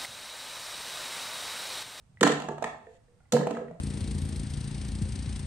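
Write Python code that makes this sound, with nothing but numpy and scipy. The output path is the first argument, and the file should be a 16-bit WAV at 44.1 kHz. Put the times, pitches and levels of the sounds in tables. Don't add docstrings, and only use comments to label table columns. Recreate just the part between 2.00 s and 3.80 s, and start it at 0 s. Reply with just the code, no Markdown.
import sys
import numpy as np
from scipy import signal
from scipy.fft import rfft, irfft
from scipy.io import wavfile

SR = 44100
rng = np.random.default_rng(int(sys.argv[2]) if len(sys.argv) > 2 else 0)


def generate_wav(sig):
    pcm = np.round(np.clip(np.atleast_2d(sig).T, -1, 1) * 32767).astype(np.int16)
    wavfile.write(sys.argv[1], SR, pcm)


def invert_db(x):
    u = np.asarray(x, float) / 20
    return 10 ** u


N = 79380

# start in seconds, wall level in dB,
# pitch in Hz where the wall answers most, crack level in dB.
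KNOCKS = [(0.209, -15, 1400, -32), (0.2297, -2.5, 1500, -22), (0.2355, -10, 1025, -41),
          (.267, -8, 1180, -53), (0.273, -19, 1910, -31), (.295, -34, 720, -61), (.319, -22, 1670, -36),
          (.40, -25, 720, -46.5), (.42, -26, 920, -47), (.44, -26.5, 650, -58), (0.4859, -19, 976, -49),
          (.581, -25.5, 910, -59), (.624, -20, 870, -44.5), (.641, -15.5, 1370, -41),
          (.668, -29.5, 760, -70), (.745, -35, 800, -89), (0.813, -51.5, 1210, -80.5),
          (.845, -57, 760, -82), (1.322, -20.5, 1500, -28), (1.334, -17.5, 760, -38),
          (1.365, -13, 1050, -46), (1.411, -24, 950, -57), (1.435, -32.5, 1600, -59),
          (1.470, -17.5, 684, -47.5), (1.508, -23.5, 977, -47), (1.549, -33, 2000, -64),
          (1.569, -27.5, 1170, -58.5), (1.587, -32, 620, -72), (1.610, -40, 895, -81),
          (1.683, -48.5, 1670, -82.5), (1.711, -43, 601, -72.5), (1.764, -51, 670, -100.5)]
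# frequency in Hz, dB per Hz for most knocks, dB per Hz for the second landing.
CRACK_COLOUR = [(1190, -16.5, -13), (2500, 5, -4.5), (3500, 2, -2), (5200, -6, -2.5), (7200, 3, 3),
                (9400, -10, -9), (12000, -24.5, -15), (15500, -28.5, -20)]
SECOND_FROM_S = 1.3
SIDE_SPREAD_DB = 2.5
LEFT_RIGHT = np.array([[1], [-1]])


def rms_one(x):
    return x / np.sqrt(np.mean(x ** 2) + 1e-20)


def at_hz(points, hz, column=1):
    points = np.array(points)
    return np.interp(np.log(np.maximum(hz, 1)), np.log(points[:, 0]), points[:, column])


def coloured(x, spectrum, column=1):
    size = x.shape[-1]
    hz = np.arange(size // 2 + 1) * SR / size
    gain = invert_db(at_hz(spectrum, hz, column=column))
    return rms_one(irfft(rfft(x) * gain, size))


def share(common, separate, alike):
    return np.sqrt(alike) * common + np.sqrt(1 - alike) * separate


def band_pass(x, low_hz, high_hz):
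    return signal.sosfilt(signal.butter(2, [low_hz, high_hz], "band", fs=SR, output="sos"), x)


def strikes(s, db):
    clicks = np.zeros(np.shape(db)[:-1] + (N,))
    clicks[..., (np.asarray(s) * SR).astype(int)] = invert_db(db)
    return clicks + 1e-18


def ring(clicks, hz, t60):
    r = invert_db(-60 / (max(t60, 0.003) * SR))
    w = 2 * np.pi * hz / SR
    return signal.lfilter([0, np.sin(w)], [1, -2 * r * np.cos(w), r * r], clicks)


def floor():
    # frequency in Hz, level in dB per Hz.
    tone_colour = [(20, -6), (70, 1), (140, -3), (260, -18), (800, -20.5), (3000, -31.5), (8000, -34.5),
                   (15000, -53.5)]
    # centre in Hz, width in Hz, level in dB.
    hiss_humps = [(8500, 1400, -31)]
    # frequency in Hz, left-right likeness from 0 to 1.
    likeness = [(25, .8), (60, 1), (300, 0.3), (1500, 0.2), (8000, 0.12)]
    hz = np.arange(N // 2 + 1) * SR / N
    power = invert_db(2 * at_hz(tone_colour, hz))
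    for centre_hz, width_hz, db in hiss_humps:
        power = power + invert_db(2 * db) / (1 + (2 * (hz - centre_hz) / width_hz) ** 4)
    mid, side = rfft(rng.standard_normal((2, N))) * np.sqrt(power)
    alike = np.clip(at_hz(likeness, hz), 0, 1)
    both = np.sqrt(1 + alike) * mid + np.sqrt(1 - alike) * side * LEFT_RIGHT
    return invert_db(-62.5) * rms_one(irfft(both, N))


def drone():
    # time in seconds, level in dB.
    swell = [
        (0, -65),
        (0.202, -56.5),
        (.9, -72.5),
        (1.2, -65.5),
        (1.8, -69),
    ]
    centre_hz, width_hz = 125, 75
    noise = rng.standard_normal(N + SR)
    noise = band_pass(noise, centre_hz - width_hz / 2, centre_hz + width_hz / 2)[SR:]
    return rms_one(noise) * invert_db(np.interp(np.arange(N) / SR, *np.transpose(swell)))


def ticks():
    # start in seconds, level in dB, pitch in Hz, time to fall 60 dB in seconds.
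    taps = [(.1725, -45.5, 1960, 0.026), (.869, -47, 1800, 0.028), (.872, -49.5, 682.4, 0.2),
            (.868, -48, 496.5, 0.28), (.872, -46, 447.3, 0.21), (.95, -53, 512, 0.24),
            (.955, -64.5, 1928, 0.043), (1.083, -65, 1818, 0.02), (1.083, -58.5, 477.8, 0.29),
            (1.12, -58, 478, 0.24), (1.159, -62.5, 496, 0.16), (1.205, -59.5, 1419, 0.044),
            (1.205, -60, 754, 0.043), (1.203, -64, 2110, 0.019), (1.255, -62.5, 2000, 0.033),
            (1.258, -64.5, 800, .04), (1.712, -36.5, 168.8, 0.18)]
    return sum(ring(strikes([s], [db]), hz, t60) for s, db, hz, t60 in taps)


def walls():
    # pitch in Hz, level in dB, time to fall 60 dB in seconds.
    wall_modes = [(673, 6, 0.028), (746, -8, 0.19), (804.6, -4.5, 0.037), (939.2, -7, 0.095),
                  (963, -11.5, 0.0063), (1024, -7, 0.052), (1237, -4.5, 0.024), (1333, -6, 0.048),
                  (1500, -6, 0.025), (1674, -3.5, .035), (1836, -6, 0.055), (2000, -11, 0.072),
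                  (2149, -3.5, 0.013), (2602, -3, 0.0059)]
    level_db, luck_db = -9, 2.5
    focus_db = -13
    s, knock_db, focus_hz, _ = np.transpose(KNOCKS)
    luck, side = rng.standard_normal((2, len(s), len(wall_modes)))
    out = 0
    for k, (hz, mode_db, t60) in enumerate(wall_modes):
        hit_db = knock_db + level_db + mode_db + luck_db * luck[:, k]
        hit_db = hit_db + focus_db * np.log2(hz / focus_hz) ** 2
        hit_db = hit_db + SIDE_SPREAD_DB * side[:, k] * LEFT_RIGHT
        out = out + (-1) ** k * ring(strikes(s, hit_db), hz, t60)
    return out


def crack():
    # pitch in Hz, level in dB, time to fall 60 dB in seconds.
    candy_modes = [(3340, -15.5, 0.01), (4900, -13.5, .012), (6720, -8, 0.036), (6950, -7.5, .02),
                   (7720, -5, 0.045), (7960, -4, 0.015), (9800, -21, .02), (11800, -17.5, 0.016),
                   (15000, -23.5, .015)]
    rise_s, t60_s, level_db, luck_db = 0.0014, 0.023, 10, 3
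    s, knock_db = np.array(KNOCKS)[:, 0], np.array(KNOCKS)[:, 3]
    luck, side = rng.standard_normal((2, len(s), len(candy_modes)))
    fade = signal.lfilter([1], [1, -invert_db(-60 / (t60_s * SR))], strikes(s, knock_db + level_db))
    rise = np.exp(-1 / (rise_s * SR))
    fade = signal.lfilter([1 - rise], [1, -rise], fade)

    white = rng.standard_normal((3, N))
    t = np.arange(N)
    second_landing = (t > SECOND_FROM_S * SR) & (t < 1.45 * SR)
    noise = np.where(second_landing, coloured(white, CRACK_COLOUR, column=2), coloured(white, CRACK_COLOUR))
    out = fade * share(noise[2], noise[:2], 0.28)
    for k, (hz, mode_db, t60) in enumerate(candy_modes):
        hit_db = knock_db + mode_db + luck_db * luck[:, k]
        hit_db = hit_db + SIDE_SPREAD_DB * side[:, k] * LEFT_RIGHT
        out = out + ring(strikes(s, hit_db), hz, t60)
    return out


def boom():
    # start in seconds, deep tones in dB, upper tones in dB.
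    thumps = [(.2100, -17, -13.5), (0.2134, -30, -15.5), (0.229, -38.5, -12.5), (.243, -19, -42),
              (.268, -19.5, -32), (.292, -64, -19.5), (0.324, -30.5, -48), (0.485, -28.5, -31),
              (0.504, -33.5, -30), (0.623, -39, -38.5), (0.639, -39.5, -31.5), (1.32, -32.5, -26.5),
              (1.332, -29.5, -17.5), (1.346, -27, -14.5), (1.391, -21, -40), (1.421, -53.5, -24.5),
              (1.471, -29.5, -25), (1.508, -34, -28), (1.573, -33.5, -40), (1.611, -53, -32),
              (1.71, -64, -45)]
    # pitch in Hz, dB at the first landing, dB at its rebounds,
    # dB with two candies, time to fall 60 dB in seconds.
    jar_modes = [(147.8, -15.5, -21, -24, 0.63), (182.9, -10.5, -13, -9.5, 0.23),
                 (232.57, -10, -7, -19, 0.33), (292, -7, -27, -11, 0.14), (345.5, -14.5, -8, -18.5, 0.16),
                 (404.3, -10, -9.5, -16.5, 0.33), (442.8, -8.5, -7.5, -12, 0.14),
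                 (487.4, -5, -4.5, 0, 0.12), (553.5, -15, -14, -16, 0.045)]
    swell_s, level_db, luck_db = 0.0018, 3.5, 3
    rebound_from_s, upper_from_hz = 0.45, 350
    s, deep_db, upper_db = np.transpose(thumps)
    luck = rng.standard_normal((len(s), len(jar_modes)))
    out = 0
    for k, (hz, land_db, rebound_db, two_db, t60) in enumerate(jar_modes):
        blow_db = deep_db if hz < upper_from_hz else upper_db
        mode_db = np.select([s < rebound_from_s, s < SECOND_FROM_S], [land_db, rebound_db], two_db)
        clicks = strikes(s, blow_db + level_db + mode_db + luck_db * luck[:, k])
        swelling = ring(clicks, hz, t60) - ring(clicks, hz, swell_s * np.log(1000))
        out = out + (-1) ** k * swelling
    return out


def slaps():
    # start in seconds, level in dB.
    jerks = [
        (.2158, -39),
        (0.2314, -1),
        (0.2347, -5.5),
        (0.6429, -20),
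        (1.4719, -18.5),
    ]
    return -ring(strikes(*np.transpose(jerks)), 1050, 0.004)


def clacks():
    # start in seconds, level in dB, pitch in Hz, time to fall 60 dB in seconds.
    singing_spots = [(.2301, -35, 982, .06), (.267, -31.5, 780, 0.072), (.285, -27.5, 670, 0.043),
                     (.4855, -28, 884, 0.093), (.4855, -37.5, 1142, 0.076), (.506, -36.5, 675, .09),
                     (.624, -48, 766, .07), (.641, -32.5, 1797, 0.03), (.641, -29.5, 862, 0.039),
                     (.238, -19, 292, 0.17), (.641, -39, 2110, 0.02), (.664, -41, 722, 0.079),
                     (.742, -45, 889, .12), (.742, -47, 733, 0.15), (.742, -53, 1570, .04),
                     (.812, -54, 867, .08), (1.334, -28.5, 706, 0.12), (1.365, -31, 885, 0.066),
                     (1.47, -24, 656, 0.044), (1.47, -39, 740, 0.071), (1.47, -33, 447, 0.3),
                     (1.508, -27.5, 289, 0.14), (1.549, -44, 1954, 0.038), (1.569, -35, 1290, 0.033),
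                     (1.569, -39, 675, 0.16), (1.585, -35, 670, .08), (1.609, -40.5, 507, 0.091),
                     (1.683, -51, 1900, 0.033), (1.683, -50.5, 1377, 0.03), (1.711, -34, 648, 0.044),
                     (1.764, -54, 645, 0.066), (1.338, -23.5, 146.2, .75), (1.33, -18.5, 233.5, 0.54),
                     (1.53, -31.5, 232.7, 0.49), (.63, -41.5, 233, .4), (1.3476, -17, 486.4, 0.11),
                     (.2301, -25, 710, 0.03), (.267, -32, 970, 0.056), (1.408, -39, 1900, 0.032),
                     (1.432, -35, 1790, 0.027)]
    differ_hz = 700
    side = rng.standard_normal(len(singing_spots))
    out = 0
    for (s, db, hz, t60), lean in zip(singing_spots, side):
        side_db = SIDE_SPREAD_DB * min(hz / differ_hz, 1) * lean * LEFT_RIGHT
        out = out + ring(strikes([s], db + side_db), hz, t60)
    return out


def room(x):
    # frequency in Hz, time to fall 60 dB in seconds, level in dB, left-right likeness from 0 to 1.
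    echo_bands = [(120, 0.16, -8, 0.88), (200, 0.78, -7.5, 1), (420, 0.67, -7.5, 0.73),
                  (800, 0.47, -1, 0.22), (2000, 0.4, -0.5, 0.033), (4840, 0.48, 3, 0.12),
                  (10000, 0.15, -8, 0.14), (15000, 0.34, 3, 0.052)]
    onset_s = 0.016
    t = np.arange(SR) / SR
    tail = 0
    for low_hz in 70 * 2.0 ** np.arange(8):
        band = band_pass(rng.standard_normal((3, SR)), low_hz, 2 * low_hz)
        t60, level_db, alike = [at_hz(echo_bands, low_hz * 2 ** 0.5, column=c) for c in (1, 2, 3)]
        band = share(band[2], band[:2], np.clip(alike, 0, 1))
        tail = tail + band * invert_db(level_db - 60 * t / t60) / np.sqrt(t60 * SR / np.log(1e6))
    tail = tail * (1 - np.exp(-(t / onset_s) ** 2))
    return signal.fftconvolve(x[None], tail)[:, :N]


def rustle():
    # time in seconds, level in dB.
    hand = [
        (0.798, -85.5),
        (0.871, -77),
        (0.969, -70.5),
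        (1.0, -99),
        (1.8, -87),
    ]
    grains_per_s = 1300
    grains = rng.standard_normal((2, N)) * (rng.random((2, N)) < grains_per_s / SR)
    return coloured(grains, CRACK_COLOUR) * invert_db(np.interp(np.arange(N) / SR, *np.transpose(hand)))


def scene():
    # frequency in Hz, level in dB.
    left_shade = [(100, 0), (300, -4), (1000, -3), (4000, -0.5), (8000, -5), (12000, -5)]
    left_lag = 4
    jar = ticks() + walls() + crack() + boom() + slaps() + clacks()
    jar = signal.sosfilt(signal.butter(2, 121, "high", fs=SR, output="sos"), jar)
    left, right = jar + room(jar.mean(axis=0))
    hz = np.arange(N // 2 + 1) * SR / N
    delay = np.exp(-2j * np.pi * hz * left_lag / SR)
    left = irfft(rfft(left) * invert_db(at_hz(left_shade, hz)) * delay, N)
    background = (floor() + drone()) * invert_db([[-2.5], [0]])
    return np.array([left, right]) + background + rustle()


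def top_cut(x):
    return signal.sosfilt(signal.butter(12, 16150, fs=SR, output="sos"), x)


def record(dry):
    mix = signal.sosfilt(signal.cheby2(12, 70, 16000, fs=SR, output="sos"), dry)
    return top_cut(mix)


dry = scene()
out = record(dry)
generate_wav(out)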